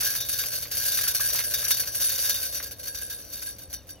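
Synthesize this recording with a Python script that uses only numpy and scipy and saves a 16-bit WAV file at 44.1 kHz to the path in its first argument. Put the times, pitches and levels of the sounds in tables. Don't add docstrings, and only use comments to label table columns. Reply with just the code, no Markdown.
import sys
import numpy as np
from scipy import signal
from scipy.fft import rfft, irfft, next_fast_len
from scipy.io import wavfile

SR = 44100
rng = np.random.default_rng(int(sys.argv[2]) if len(sys.argv) > 2 else 0)


def master(y):
    cut = np.clip(np.atleast_2d(y).T, -1, 1)
    pcm = np.round(cut * 32767)
    wavfile.write(sys.argv[1], SR, pcm.astype(np.int16))


N = 176400
FFT_SIZE = next_fast_len(N + 2048)

# frequency in Hz, relative level in dB.
YARD_COLOUR = [(20, -36), (35, -17), (58, 0), (100, -6), (150, -14), (250, -17.5), (400, -20), (560, -14),
               (850, -27), (1500, -32), (3000, -35), (8000, -42), (16000, -50)]
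# pitch in Hz, level in dB.
YARD_HUM = [(291, -65)]
# time in seconds, speed in turns per second.
PLATE_SPEED = [(0, 119.5), (1.95, 119), (2.55, 84), (3.1, 61), (3.75, 44), (4, 39)]
# time in seconds, relative level in dB.
PELLET_FLOW = [(0.0, -25), (0.15, -28), (0.25, -35), (0.38, -29), (0.58, -33), (0.705, -43), (0.73, -29),
               (1.08, -29), (1.39, -26), (1.47, -34), (1.75, -28), (1.92, -38), (2.04, -28), (2.32, -27),
               (2.5, -35), (2.76, -54), (3.02, -40), (3.26, -48), (3.44, -38), (3.56, -54), (4.0, -64)]
# start in seconds, relative level in dB.
HARD_STRIKES = [(0.047, -22), (0.066, -23), (0.103, -28), (0.204, -27), (0.287, -25.5), (0.329, -26),
                (0.388, -25), (0.459, -30), (0.533, -28), (0.554, -29), (0.624, -29), (0.713, -26.5),
                (0.781, -28), (0.853, -25), (0.879, -24), (0.919, -26), (0.942, -25), (0.973, -24),
                (1.011, -24), (1.035, -23), (1.079, -20), (1.148, -21), (1.208, -25), (1.25, -26),
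                (1.332, -25), (1.361, -26), (1.385, -26), (1.438, -28), (1.51, -29), (1.538, -20),
                (1.583, -29), (1.641, -25), (1.681, -25), (1.707, -17), (1.797, -22), (1.873, -28),
                (1.947, -26), (2.002, -25), (2.016, -22), (2.042, -25), (2.093, -24), (2.246, -22),
                (2.295, -20), (2.343, -27), (2.428, -29), (2.452, -29), (2.527, -30), (2.546, -28),
                (2.569, -30), (2.627, -30), (2.661, -34), (2.711, -34), (2.793, -37.5), (2.832, -35),
                (2.855, -35), (2.872, -29), (2.947, -30.5), (2.974, -33), (3.015, -32), (3.099, -31),
                (3.124, -34), (3.327, -33), (3.369, -35), (3.419, -35), (3.461, -35), (3.489, -38),
                (3.585, -39), (3.619, -42), (3.7, -42), (3.729, -30), (3.87, -49), (3.891, -38)]
# frequency in Hz, relative level in dB.
CLICK_COLOUR = [(380, -28), (550, -7), (850, -22), (1300, -13), (2200, -9.7), (2900, -5), (3400, -7.5),
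                (4050, -9), (4600, -2), (5100, -5), (5900, 1.5), (6800, -5.5), (7900, -6), (9000, 2),
                (9900, 1), (10500, 3.5), (11300, 0), (12600, 1.5), (13800, 1), (14800, -5), (15700, -4.5)]
# pitch in Hz, relative level in dB, time to fall 60 dB in seconds,
# share from 0 to 1 that swings round with the plate.
PLATE_MODES = [(1535, -23, .12, .1), (1630, -20, .22, .4), (3696, -19, .22, .97), (4315, -16, .2, .5),
               (4640, -17, .16, .6), (4760, -15.5, .14, .5), (5755, -16.5, .14, .8), (5875, -12.5, .18, .4),
               (6130, -18, .07, .6), (7400, -22, .06, .6), (8922, -4, .19, .95), (10550, -11, .07, .8),
               (12230, -19, .1, .4), (12885, -21, .1, .3)]
# start in seconds, relative level in dB, pitch in Hz.
PELLET_TAPS = [(0.022, -24, 1630), (0.152, -30, 1640), (0.437, -25, 2300), (0.654, -33, 2150),
               (0.988, -22, 1950), (1.069, -24, 1530), (1.197, -27, 1200), (1.297, -29, 1690),
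               (1.349, -28, 1100), (1.39, -22, 2300), (1.404, -24, 2200), (1.413, -26, 1900),
               (1.628, -28, 1830), (1.667, -28, 2000), (1.706, -23, 1530), (1.834, -28, 2470),
               (2.601, -26, 1710), (3.424, -34, 2300)]
# start in seconds, the mode's pitch in Hz, relative level in dB,
# attack in seconds.
MODE_PINGS = [(0.18, 3696, -35, .045), (0.805, 1630, -40, .012), (0.945, 3696, -37.5, .045),
              (1.08, 1630, -40, .012), (1.2, 1630, -36, .012), (1.535, 3696, -43, .008),
              (2.243, 3696, -39, .012), (2.43, 3696, -45, .015), (2.62, 1630, -46, .04),
              (3.01, 1630, -40, .01), (3.105, 1630, -46, .01), (3.46, 1630, -43.5, .01)]
# start in seconds, level in dB.
BIRD_CHIRPS = [(3.59, -66), (3.76, -64), (3.935, -64)]
# frequency in Hz, level of scattered against direct sound in dB.
STEREO_WIDTH = [(100, -10), (700, -5), (1600, -12), (3000, -6), (5000, -6), (7200, -6), (7900, -36),
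                (9600, -32), (11300, -4), (12300, -7), (13200, -28), (16000, -25)]
# frequency in Hz, level of left over right in dB.
STEREO_BALANCE = [(100, -1), (700, 1), (2400, -1.5), (3700, -3.5), (4400, 2), (5800, 3.5), (7000, 0),
                  (16000, 0)]
# frequency in Hz, lead of left over right in radians.
STEREO_PHASE = [(100, 0), (3300, 0), (4400, 1.6), (5500, 1.6), (6700, .3), (7300, 1), (7700, 3.14),
                (9900, 3.16), (11500, 4.7), (12800, 6.28), (16000, 6.28)]

BOUNCE_DB = [1, 0, -1, -3, -5]
CLICK_T60_S, SCATTER_T60_S = .014, .095
EMPTY_RING_DB = 2.5
DIRECT_ONLY = np.array([[1], [0]])
SIDES = np.array([[1], [-1]])


def undb(db):
    return 10 ** (np.asarray(db) / 20)


def curve(rows):
    return np.interp(np.arange(N) / SR, *np.array(rows).T)


def by_hz(rows):
    hz, value = np.array(rows).T
    return np.interp(np.log(np.arange(FFT_SIZE // 2 + 1) * SR / FFT_SIZE + 1), np.log(hz), value)


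def equalise(x, gain):
    return irfft(rfft(x, FFT_SIZE) * gain, FFT_SIZE)[..., :N]


def noise(colour):
    x = equalise(rng.standard_normal((2, N)), undb(by_hz(colour)))
    return x / x.std()


def ring(x, hz, t60):
    decay, step = np.log(1000) / (t60 * SR), 2 * np.pi * hz / SR
    feedback = [1, -2 * np.exp(-decay) * np.cos(step), np.exp(-2 * decay)]
    return signal.lfilter([2 * np.sqrt(decay) * np.sin(step)], feedback, x + 1e-18)


def tail(energy, t60):
    keep = np.exp(-2 * np.log(1000) / (t60 * SR))
    return signal.lfilter([1 - keep], [1, -keep], energy + 1e-18)


def yard(rumble_db=-51, width_db=-11):
    t = np.arange(N) / SR
    hum = sum(undb(db) * np.sqrt(2) * np.sin(2 * np.pi * hz * t) for hz, db in YARD_HUM)
    mid, side = noise(YARD_COLOUR)
    return hum + undb(rumble_db) * (mid + undb(width_db) * side * SIDES)


def motor(speed, angle, gain_db=-55, housing_hz=550, half_width_hz=95):
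    effort, whirr = speed / speed.max(), 0
    for harmonic in range(2, 9):
        detune = (harmonic * speed - housing_hz) / half_width_hz
        whirr += np.sin(harmonic * angle + rng.uniform(0, 2 * np.pi)) / (1 + detune ** 2)
    flutter = 1 + .9 * noise([(1, 0), (25, 0), (120, -30), (500, -100)])
    hum = np.sqrt(2) * effort ** 4 * np.sin(angle) * DIRECT_ONLY
    return undb(gain_db) * (hum + effort * whirr * flutter)


def pellet_stream(per_second=480, spread_db=3.3):
    contacts = rng.random(N) < per_second / SR
    stream = contacts * undb(spread_db * np.clip(rng.standard_normal(N), -2, 2))
    return stream / stream.std()


def blows(slowness, bounce_s=.0028, strike_db=21.5, stream_db=-.6):
    force = np.zeros(N)
    for start, db in HARD_STRIKES:
        gaps = rng.uniform(.5, 1.5, len(BOUNCE_DB))
        times = start + bounce_s * np.sqrt(slowness[int(start * SR)]) * (np.cumsum(gaps) - gaps[0])
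        contacts = np.clip((times * SR).astype(int), 0, N - 1)
        force[contacts] += undb(db + strike_db + np.array(BOUNCE_DB))
    return force + pellet_stream() * undb(curve(PELLET_FLOW) + stream_db)


def plate(force, angle, uneven=.35, gain_db=-.4):
    out, push, hits = 0, np.zeros((2, N)), np.flatnonzero(force)
    for hz, db, t60, swing in PLATE_MODES:
        lobe = rng.uniform(0, 2 * np.pi, (2, 1))
        polarity = rng.choice([-1, 1], (2, len(hits)))
        push[:, hits] = force[hits] * polarity * (1 + uneven * rng.standard_normal(polarity.shape))
        sweep = np.sqrt(1 - swing ** 2) + np.sqrt(2) * swing * np.cos(angle - lobe)
        out += (ring(undb(db + gain_db) * push, hz, t60) + pings(hz, t60)) * sweep
    return out


def clicks(force, scatter_share=.55, gain_db=-1.4):
    crack = (1 - scatter_share) * tail(force ** 2, CLICK_T60_S)
    scatter = scatter_share * tail(force ** 2, SCATTER_T60_S)
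    return undb(gain_db) * np.sqrt(crack + scatter) * noise(CLICK_COLOUR)


def chinks(force, count=260, low_hz=3800, high_hz=6900, t60=.03, gain_db=-4.5):
    out, t = np.zeros((2, N + SR // 10)), np.arange(SR // 10) / SR
    activity = np.sqrt(tail(force ** 2, SCATTER_T60_S))
    for when, pitch, size, phase in rng.random((count, 4)):
        start, hz = int(when * N), low_hz * (high_hz / low_hz) ** pitch
        tone = np.sin(2 * np.pi * (hz * t + np.array([[0], [phase]]))) * undb(-60 * t / t60)
        out[:, start:start + len(t)] += undb(gain_db) * size * activity[start] * tone
    return out[:, :N]


def patter(force, band_hz=(1000, 4000), flight_t60=1.3, gain_db=-27):
    landings = tail(force ** 2, flight_t60) * tail(pellet_stream() ** 2, CLICK_T60_S)
    band = signal.butter(2, band_hz, "band", fs=SR, output="sos")
    soil = signal.sosfilt(band, rng.standard_normal((2, N)))
    return undb(gain_db) * np.sqrt(landings) * soil / soil.std()


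def pellet_taps(body_hz=(950, 3000), body_db=-2, relative_width=.3, t60=.045, gain_db=-3):
    out, t = np.zeros((2, N + SR // 10)), np.arange(SR // 10) / SR
    band = signal.butter(2, body_hz, "band", fs=SR, output="sos")
    for start_s, db, hz in PELLET_TAPS:
        grit = rng.standard_normal((2, 2, len(t)))
        tone = signal.lfilter(*signal.iirpeak(hz, 1 / relative_width, fs=SR), grit[0])
        body = signal.sosfilt(band, grit[1])
        tap = (tone / tone.std() + undb(body_db) * body / body.std()) / 2
        start = int(start_s * SR)
        out[:, start:start + len(t)] += undb(db + gain_db - 60 * t / t60) * tap
    return out[:, :N]


def pings(hz, t60):
    out = np.zeros(N)
    for start, mode_hz, db, attack in MODE_PINGS:
        if mode_hz == hz:
            t = np.maximum(np.arange(N) / SR - start, 0)
            swell = np.minimum(t / attack, 1) * undb(-60 * np.maximum(t - attack, 0) / t60)
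            out += undb(db) * np.sqrt(2) * swell * np.sin(2 * np.pi * hz * t)
    return out * DIRECT_ONLY


def bird(length_s=.075, start_hz=3020, fall_hz=600):
    out = np.zeros(N)
    for start, db in BIRD_CHIRPS:
        progress = np.clip((np.arange(N) / SR - start) / length_s, 0, 1)
        whistle = np.sin(2 * np.pi * np.cumsum(start_hz - fall_hz * progress ** 3) / SR)
        out += undb(db) * np.sqrt(2) * np.sin(np.pi * progress) * whistle
    return out


def stereo_image(direct, scattered):
    width = undb(by_hz(STEREO_WIDTH))
    mid = equalise(direct, 1 / np.hypot(1, width))
    side = equalise(scattered, width / np.hypot(1, width))
    balance = undb(SIDES * by_hz(STEREO_BALANCE) / 2)
    phase_shift = np.exp(.5j * SIDES * by_hz(STEREO_PHASE))
    return equalise(mid + SIDES * side, balance * phase_shift)


def scene():
    speed = curve(PLATE_SPEED)
    angle, slowness = 2 * np.pi * np.cumsum(speed) / SR, speed.max() / speed
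    bed, drive, taps = yard(), motor(speed, angle), pellet_taps()
    force = blows(slowness)
    ringing = plate(force * undb(EMPTY_RING_DB * (1 - 1 / slowness)), angle)
    direct, scattered = drive + taps + clicks(force) + ringing + chinks(force) + patter(force)
    return stereo_image(direct, scattered) + bed + bird()


def record(dry):
    return signal.sosfilt(signal.ellip(10, .2, 80, 15850, fs=SR, output="sos"), dry)


dry = scene()
out = record(dry)
master(out)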